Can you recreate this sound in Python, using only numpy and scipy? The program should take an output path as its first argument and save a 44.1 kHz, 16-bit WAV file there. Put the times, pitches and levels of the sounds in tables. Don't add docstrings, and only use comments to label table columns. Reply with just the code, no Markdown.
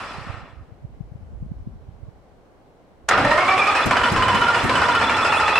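import sys
import numpy as np
from scipy import signal
from scipy.io import wavfile

SR = 44100
rng = np.random.default_rng(int(sys.argv[2]) if len(sys.argv) > 2 else 0)


def attenuation_scalar(level_db):
    decades = np.asarray(level_db, float) / 20
    return 10 ** decades


def log_audio(samples):
    frames = np.atleast_2d(samples).T
    limited = np.clip(frames, -1, 1)
    pcm = np.round(limited * 32767).astype(np.int16)
    wavfile.write(sys.argv[1], SR, pcm)


N = 246519
TIME = np.arange(N) / SR

# time_s, tooth_rate_hz, load_db
PINION = [
    (3.083, 175, -44),
    (3.17, 228.3, -28.5),
    (3.26, 296.5, -28),
    (3.35, 307.3, -24.5),
    (3.39, 347.3, -27.5),
    (3.56, 386.1, -23.5),
    (3.78, 408.3, -29.5),
    (4.6, 410.4, -30.5),
    (5.59, 408.7, -25.5),
]
CRANK_START_S = PINION[0][0]
# start_s, level_db, exhaust_pitch_hz, t60_s, kick_teeth_per_s
FIRINGS = [
    (3.857, -4.5, 132, 0.12, 104),
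    (4.116, -7.5, 135, 0.12, 68),
    (4.347, -12.5, 152, 0.11, 0),
    (4.634, -11, 125.3, 0.21, 69.5),
]
# time_s, blow_db, ring_db
ENGAGING = [
    (3.087, -4.5, -5),
    (3.110, -0.5, -9),
    (3.177, -10, 8),
]
# time_s, blow_db, ring_db
COMPRESSIONS = [(3.248, -7, -7.5), (3.307, -15.5, -7.5), (3.376, -19.5, -13.5), (3.479, -13, -22.5),
                (3.577, -10.5, -2.5), (3.669, -9, -9), (3.751, -6.5, -23), (3.909, -1, -6),
                (3.967, -3, 1.5), (4.034, -17, 4), (4.161, -9, -6), (4.222, -10, 0), (4.282, -6.5, -4),
                (4.346, -8.5, -0.5), (4.413, -20, 5), (4.479, -25.5, 1), (4.544, -31, -3),
                (4.694, -3, -15.5), (4.753, -7.5, 0.5), (4.817, -10.5, -3), (4.884, -11.5, -2.5),
                (4.949, -13.5, 8.5), (5.012, -14.5, -1.5), (5.094, -9.5, 2), (5.166, -16, 2.5),
                (5.247, -9, 4), (5.321, -10.5, 3.5), (5.399, -17, 1.5), (5.479, -8, 6), (5.555, -9, -5)]
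KNOCKS = np.vstack([ENGAGING, COMPRESSIONS])
# pitch_hz, width_hz
BELL_HZ = [(1390, 23.6), (2515, 17.2), (3000, 44)]


def rms_one(x):
    return x / np.sqrt(np.mean(x ** 2) + 1e-20)


def in_time(rows):
    s, *columns = np.transpose(rows)
    return [np.interp(TIME, s, c) for c in columns]


def at_hz(points, hz):
    points = np.array(points)
    return np.interp(np.log(hz), np.log(points[:, 0]), points[:, 1])


def band(x, low_hz, high_hz, order):
    return signal.sosfilt(signal.butter(order, [low_hz, high_hz], "band", fs=SR, output="sos"), x)


def low_pass(x, hz, order):
    return signal.sosfilt(signal.butter(order, hz, fs=SR, output="sos"), x)


def drift(rate_hz):
    r = np.exp(-40 * np.pi * rate_hz / SR)
    slow = signal.lfilter([1], [1, -2 * r, r * r], rng.standard_normal(N // 20 + 4002))[4000:]
    return np.interp(np.arange(N) / 20, np.arange(len(slow)), rms_one(slow))


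def resonate(x, hz, width_hz):
    r = np.exp(-np.pi * width_hz / SR)
    poles = [1, -2 * r * np.cos(2 * np.pi * hz / SR), r * r]
    return signal.lfilter([(1 - r * r) / 2, 0, (r * r - 1) / 2], poles, x)


def coloured(spectrum, likeness, patchy_db, rate_hz):
    out, white = 0, rng.standard_normal((2, 2, N))
    lowest_hz, highest_hz = spectrum[0][0], spectrum[-1][0]
    edges_hz = np.geomspace(lowest_hz, highest_hz, int(2 * np.log2(highest_hz / lowest_hz)) + 2)
    for k, (low_hz, high_hz) in enumerate(zip(edges_hz, edges_hz[1:])):
        mid, side = band(white[k % 2], low_hz, high_hz, 2)
        hz = np.sqrt(low_hz * high_hz)
        alike = np.clip(at_hz(likeness, hz), 0, 1)
        gain = attenuation_scalar(at_hz(spectrum, hz) + patchy_db * drift(rate_hz))
        out = out + gain * (np.sqrt(1 + alike) * mid + np.sqrt(1 - alike) * side * [[1], [-1]])
    return rms_one(out)


def since_knock():
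    at_s = KNOCKS[:, 0]
    share = np.interp(TIME, at_s, np.arange(len(at_s))) % 1
    last_s = at_s[np.clip(np.searchsorted(at_s, TIME) - 1, 0, None)]
    return np.abs(TIME - last_s), share


def run_ahead():
    rise_s, fade_s = .051, .46
    unload_db_per_hz, unload_s = .32, .034
    gained_hz, lost_db = np.zeros(N), np.zeros(N)
    for s, *_, kick_hz in FIRINGS:
        age_s = np.maximum(TIME - s, 0)
        gained_hz += kick_hz * np.minimum(age_s / rise_s, 1) * np.exp(-age_s / fade_s)
        lost_db += unload_db_per_hz * kick_hz * np.exp(-((TIME - s - rise_s / 4) / unload_s) ** 4)
    return gained_hz, lost_db


def housing(x, through_db):
    # pitch_hz, width_hz, level_db
    modes = [(610, 120, 3), (770, 90, -2), (990, 130, 3), (1250, 80, 0), (1390, 90, -1), (1820, 70, 0),
             (2100, 120, 0), (2340, 90, -2), (2515, 80, 1), (3000, 110, -5)]
    out = attenuation_scalar(through_db) * x
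    for k, (hz, width_hz, db) in enumerate(modes):
        out = out - (-1) ** k * attenuation_scalar(db) * resonate(x, hz, width_hz)
    return out


def whine(sag, throb_db, wobble_db, rough_db):
    # order, level_db
    orders_db = [(1, -12), (2, -2.5), (3, -4.5), (4, -22), (5, -22), (6, -4), (9, -29)]
    pinion_teeth, bite_db_per_hz = 10, 0.0354
    hz, load_db = in_time(PINION)
    gained_hz, lost_db = run_ahead()
    hz = hz + gained_hz
    load_db = load_db - lost_db + bite_db_per_hz * gained_hz
    sixth_db = -2.5 - 0.2 * gained_hz
    share = since_knock()[1]
    turns = np.cumsum(hz * (1 + sag * (.5 - share) + .014 * drift(50))) / SR
    runout_db = wobble_db * np.sin(2 * np.pi * turns / pinion_teeth)
    beat_db = throb_db * (.5 - share) + runout_db
    tones = 0
    for k, db in orders_db:
        order_db = db + (k == 6) * sixth_db + k / 3 * beat_db
        tones = tones + attenuation_scalar(order_db + rough_db * drift(49)) * np.sin(2 * np.pi * k * turns)
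    return attenuation_scalar(load_db + 6.0) * housing(tones, through_db=-10) * (TIME > CRANK_START_S)


def bell_db():
    # order, in_tune_db, max_loss_db
    tuning = [(3, -18.5, 9.5), (6, -17, 19.5), (6, -23.5, 32)]
    width = 0.13
    hz = in_time(PINION)[0] + run_ahead()[0]
    levels_db = []
    for (k, db, loss_db), (note_hz, _) in zip(tuning, BELL_HZ):
        mistuning = np.log(k * hz / note_hz) / width
        levels_db.append(db - loss_db * np.minimum(mistuning ** 2, 1))
    return levels_db


def knocks(burst_s):
    grit = rng.standard_normal((3, N))
    index = np.clip(np.searchsorted(KNOCKS[:, 0], TIME) - 1, 0, None)
    age_s, tuned_db = since_knock()[0], bell_db()
    shape = (1 - np.exp(-age_s / .0008)) * np.exp(-age_s / burst_s) * (TIME > KNOCKS[0, 0])
    blow = attenuation_scalar(KNOCKS[index, 1]) * shape * np.exp(-age_s / burst_s)
    dull = band(grit[0] * blow, 500, 2000, 3)
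    bell = 0
    for k, (hz, width_hz) in enumerate(BELL_HZ):
        strike = attenuation_scalar(KNOCKS[index, 2] + tuned_db[k]) * shape * grit[k]
        bell = bell + resonate(strike, hz, width_hz)
    crack_db = np.where(index == 0, -5, -22.5)
    bright = (grit[1] + 0.64 * grit[2] * [[1], [-1]]) * blow * attenuation_scalar(crack_db)
    return attenuation_scalar(4) * dull + attenuation_scalar(26) * bell, band(bright, 2500, 9000, 2)


def squeaks(low_hz, rise_hz, length_s):
    # peak_time_s, level_db
    lone = [(3.49, -32), (3.6, -27), (3.832, -24.5), (4.05, -30), (4.3, -32), (4.56, -35), (4.6, -31),
            (5.04, -27)]
    # from_s, to_s, lead_s, level_db
    squeak_runs = [
        (4.4, 4.56, .036, -33.5),
        (4.87, 5.03, 0.03, -30.5),
        (5.08, 5.59, .013, -26.5),
    ]
    out = np.zeros(N)
    t = np.arange(-.06, .06, 1 / SR)
    note = np.exp(-(t / length_s) ** 2) * np.sin(2 * np.pi * (low_hz * t + rise_hz * t ** 2 / (4 * length_s)))
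    events = list(lone)
    for from_s, to_s, lead_s, db in squeak_runs:
        events += [(s - lead_s, db) for s in KNOCKS[:, 0] if from_s < s < to_s]
    for s, db in events:
        at = round(s * SR) - len(t) // 2
        out[at:at + len(t)] += (attenuation_scalar(db + 1) * note)[:N - at]
    return out * attenuation_scalar(1.5 * np.array([drift(60), drift(60)]))


def firings():
    out, t = np.zeros((2, N)), TIME[:SR // 3]
    for s, db, hz, t60_s, _ in FIRINGS:
        puff = rng.standard_normal((2, len(t)))
        dull = band(puff + 0.16 * puff[::-1], 50, 300, 2)
        hiss = band(puff, 5000, 15000, 2) * np.exp(-t / 0.019)
        pulse = np.sin(2 * np.pi * hz * (t - 5.9 * t * t)) * np.exp(-t / 0.015)
        swell = (1 - np.exp(-t / .007)) * attenuation_scalar(db - 60 * t / t60_s)
        out[:, round(s * SR):][:, :len(t)] += swell * (pulse + attenuation_scalar(12.5) * dull + attenuation_scalar(-10) * hiss)
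    return out


def gear_levels():
    # time_s, clatter_db
    rundown = [
        (0.0, -31.5),
        (0.2, -37),
        (0.33, -37.5),
        (0.484, -45.5),
        (0.6, -57),
        (0.75, -66),
        (0.87, -85.5),
    ]
    coast_db, = in_time(rundown)
    age_s = np.maximum(TIME - CRANK_START_S, 0)
    labour, on = np.exp(-age_s / 0.16), age_s > 0
    onset_db = 20 * np.log10(1.001 - np.exp(-age_s / 0.015))
    lurch_db = 12 * np.exp(-((TIME - 3.23) / 0.097) ** 2)
    lurch_db = lurch_db + 0.0917 * run_ahead()[0]
    coast_hiss_db = 0.5 + 2.4 * np.minimum(coast_db + 36, 0)
    clatter_db = np.where(on, -21 + 7 * labour + onset_db, coast_db)
    rumble_db = np.where(on, -37.5 + lurch_db + onset_db, coast_db - 12.5)
    return clatter_db, rumble_db, np.where(on, -16.5 * labour, coast_hiss_db)


def running_gear():
    # pitch_hz, density_db
    clatter_colour, rumble_colour = [(180, -47), (250, -13), (500, -3.5), (800, -1.5), (1200, -1),
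                                     (1700, -5.5), (2500, -6), (3200, -20.5), (4000, -16.5), (6300, -26),
                                     (9500, -31.5), (11000, -45), (12500, -39), (16000, -40)], [(22, -0.5), (45, -10.5), (90, 2.5), (150, -5.5),
                                                      (260, -1), (420, -11)]
    # pitch_hz, likeness
    clatter_likeness, rumble_likeness = [(60, 0.88), (300, 1), (900, 0.95), (2000, 0.68), (4000, 0.21),
                                         (9000, 0.35)], [(30, 0.18), (120, 1), (300, 0.92)]
    # pitch_hz, width_hz, over_clatter_db
    covers = [(1300, 250, -3), (1820, 40, 1), (3450, 70, 2), (4050, 80, 3), (4360, 80, 4), (4850, 40, 8),
              (5040, 40, 5), (5340, 90, 2), (7900, 700, -1), (9400, 900, 3)]
    clatter_db, rumble_db, hiss_db = gear_levels()
    noise = coloured(clatter_colour, clatter_likeness, patchy_db=1.0, rate_hz=24)
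    ringing = sum(attenuation_scalar(db + 4 * drift(15)) * resonate(noise, hz, width_hz) for hz, width_hz, db in covers)
    clatter = rms_one(noise + ringing)
    body = low_pass(clatter, 3500, 1)
    clatter = body + attenuation_scalar(hiss_db + 0.47 * drift(50.0)) * (clatter - body)
    throb = attenuation_scalar(5 * (.5 - since_knock()[1]) * (TIME > KNOCKS[0][0]))
    rumble = coloured(rumble_colour, rumble_likeness, patchy_db=3.0, rate_hz=15.0)
    return attenuation_scalar(clatter_db) * throb * clatter + attenuation_scalar(rumble_db) * rumble


def wind():
    # time_s, level_db, left_minus_right_db
    gusts = [(0.0, -51, -3), (0.32, -55, -22), (0.75, -49, 3), (1.0, -45.5, 2), (1.2, -47, 3),
             (1.54, -39, -2), (1.7, -43, 6), (1.87, -50.5, -10), (2.1, -46, -2), (2.24, -61, 6),
             (2.67, -72, -7), (3.08, -62, -11.5)]
    # time_s, peak_db, pitch_hz, port (0 left, 1 right)
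    strong = [(0.187, -24, 138, 1), (0.22, -26, 102, 1), (0.272, -24, 195, 1), (0.302, -18, 92, 1),
              (0.344, -26, 105, 1), (0.382, -29, 99, 1), (0.611, -27, 82, 1), (0.724, -29, 110, 0),
              (0.85, -21, 111, 1), (1.01, -18, 135, 0), (1.122, -25, 119, 0), (1.158, -24, 124, 0),
              (1.232, -30, 85, 0), (1.426, -25, 155, 1), (1.428, -19, 116, 0), (1.464, -27, 174, 0),
              (1.518, -17, 154, 1), (1.574, -29, 81, 1), (1.608, -27, 81, 0), (1.626, -28, 78, 1),
              (1.671, -24, 110, 1), (1.674, -18, 168, 0), (1.891, -28, 112, 1), (2.035, -25, 86, 1),
              (2.088, -28, 115, 1)]
    # pitch_hz, density_db
    gust_colour = [(22, -27.5), (45, 11.5), (80, 1.5), (130, -5.5), (200, -9), (330, -24.5)]
    gust_db, pan_db = in_time(list(gusts) + [(3.2, -60, 0.039)])
    lumps = attenuation_scalar(2.5 * np.array([drift(14), drift(14)]))
    likeness = [(50, 0.084), (300, 0.15)]   # pitch_hz, likeness
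    turbulence = rms_one(lumps * coloured(gust_colour, likeness, patchy_db=4.5, rate_hz=8.8))
    out = attenuation_scalar(gust_db + 4.5 + np.array([[.5], [-.5]]) * pan_db) * turbulence
    t = np.arange(-.04, .04, 1 / SR)
    when, size, pitch, side = rng.random((18, 4)).T
    when_s = np.interp(when, (0, 1), (.1, 2.0))
    small = zip(when_s, -34 + 3 * (size - .5), 70 * 2 ** pitch, side > .4)
    for s, db, hz, port in list(strong) + list(small):
        swell = 1.2 * np.exp(-np.abs(t * hz / .55) ** 1.3)
        swing = swell * np.sin(2 * np.pi * hz * t + rng.uniform(0, 2 * np.pi))
        out[int(port), round(s * SR) - len(t) // 2:][:len(t)] += attenuation_scalar(db) * swing
    return out


def distant_air():
    # pitch_hz, density_db
    air_colour = [(22, 0.5), (60, -7.5), (250, -6.5), (600, -7.5), (1000, -15.5), (1600, -23.5),
                  (2500, -29), (4000, -34.5), (8000, -40.5), (11000, -40), (13000, -40.5), (16000, -51.5)]
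    # pitch_hz, likeness
    air_likeness = [(60, 0.27), (130, 0.42), (280, 0.7), (600, 0.68), (1300, 0.13), (2810, 0.05)]
    return attenuation_scalar(-53) * coloured(air_colour, air_likeness, patchy_db=0.7, rate_hz=2.8)


def yard(x):
    # delay_s, level_db, pan_db
    echoes = [(.0041, -26, 0.5), (0.0106, -11, -10.5), (.023, -11, 6), (.047, -7.5, -10)]
    out = x * attenuation_scalar([[-.5], [.5]])
    dull = low_pass(x, 5000, 1)
    for s, db, pan_db in echoes:
        lag = round(s * SR)
        out[:, lag:] += attenuation_scalar(db + np.array([[.5], [-.5]]) * pan_db) * dull[:N - lag]
    return out


def scene():
    gears = whine(sag=.09, throb_db=10, wobble_db=3.5, rough_db=3.5)
    thud, crack = knocks(burst_s=.013)
    squeak = squeaks(low_hz=3450, rise_hz=200, length_s=.011)
    engine = yard(gears + thud) + squeak + crack + firings() + running_gear()
    return engine + wind() + distant_air()


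def top_cut(x):
    return signal.sosfilt(signal.butter(12, 15740, fs=SR, output="sos"), x)


def record(dry):
    heard = low_pass(dry, 8360, 2)
    heard = heard + attenuation_scalar(-81) * rng.standard_normal(dry.shape)
    mix = .95 * np.tanh(heard / .95)
    return top_cut(mix)


dry = scene()
out = record(dry)
log_audio(out)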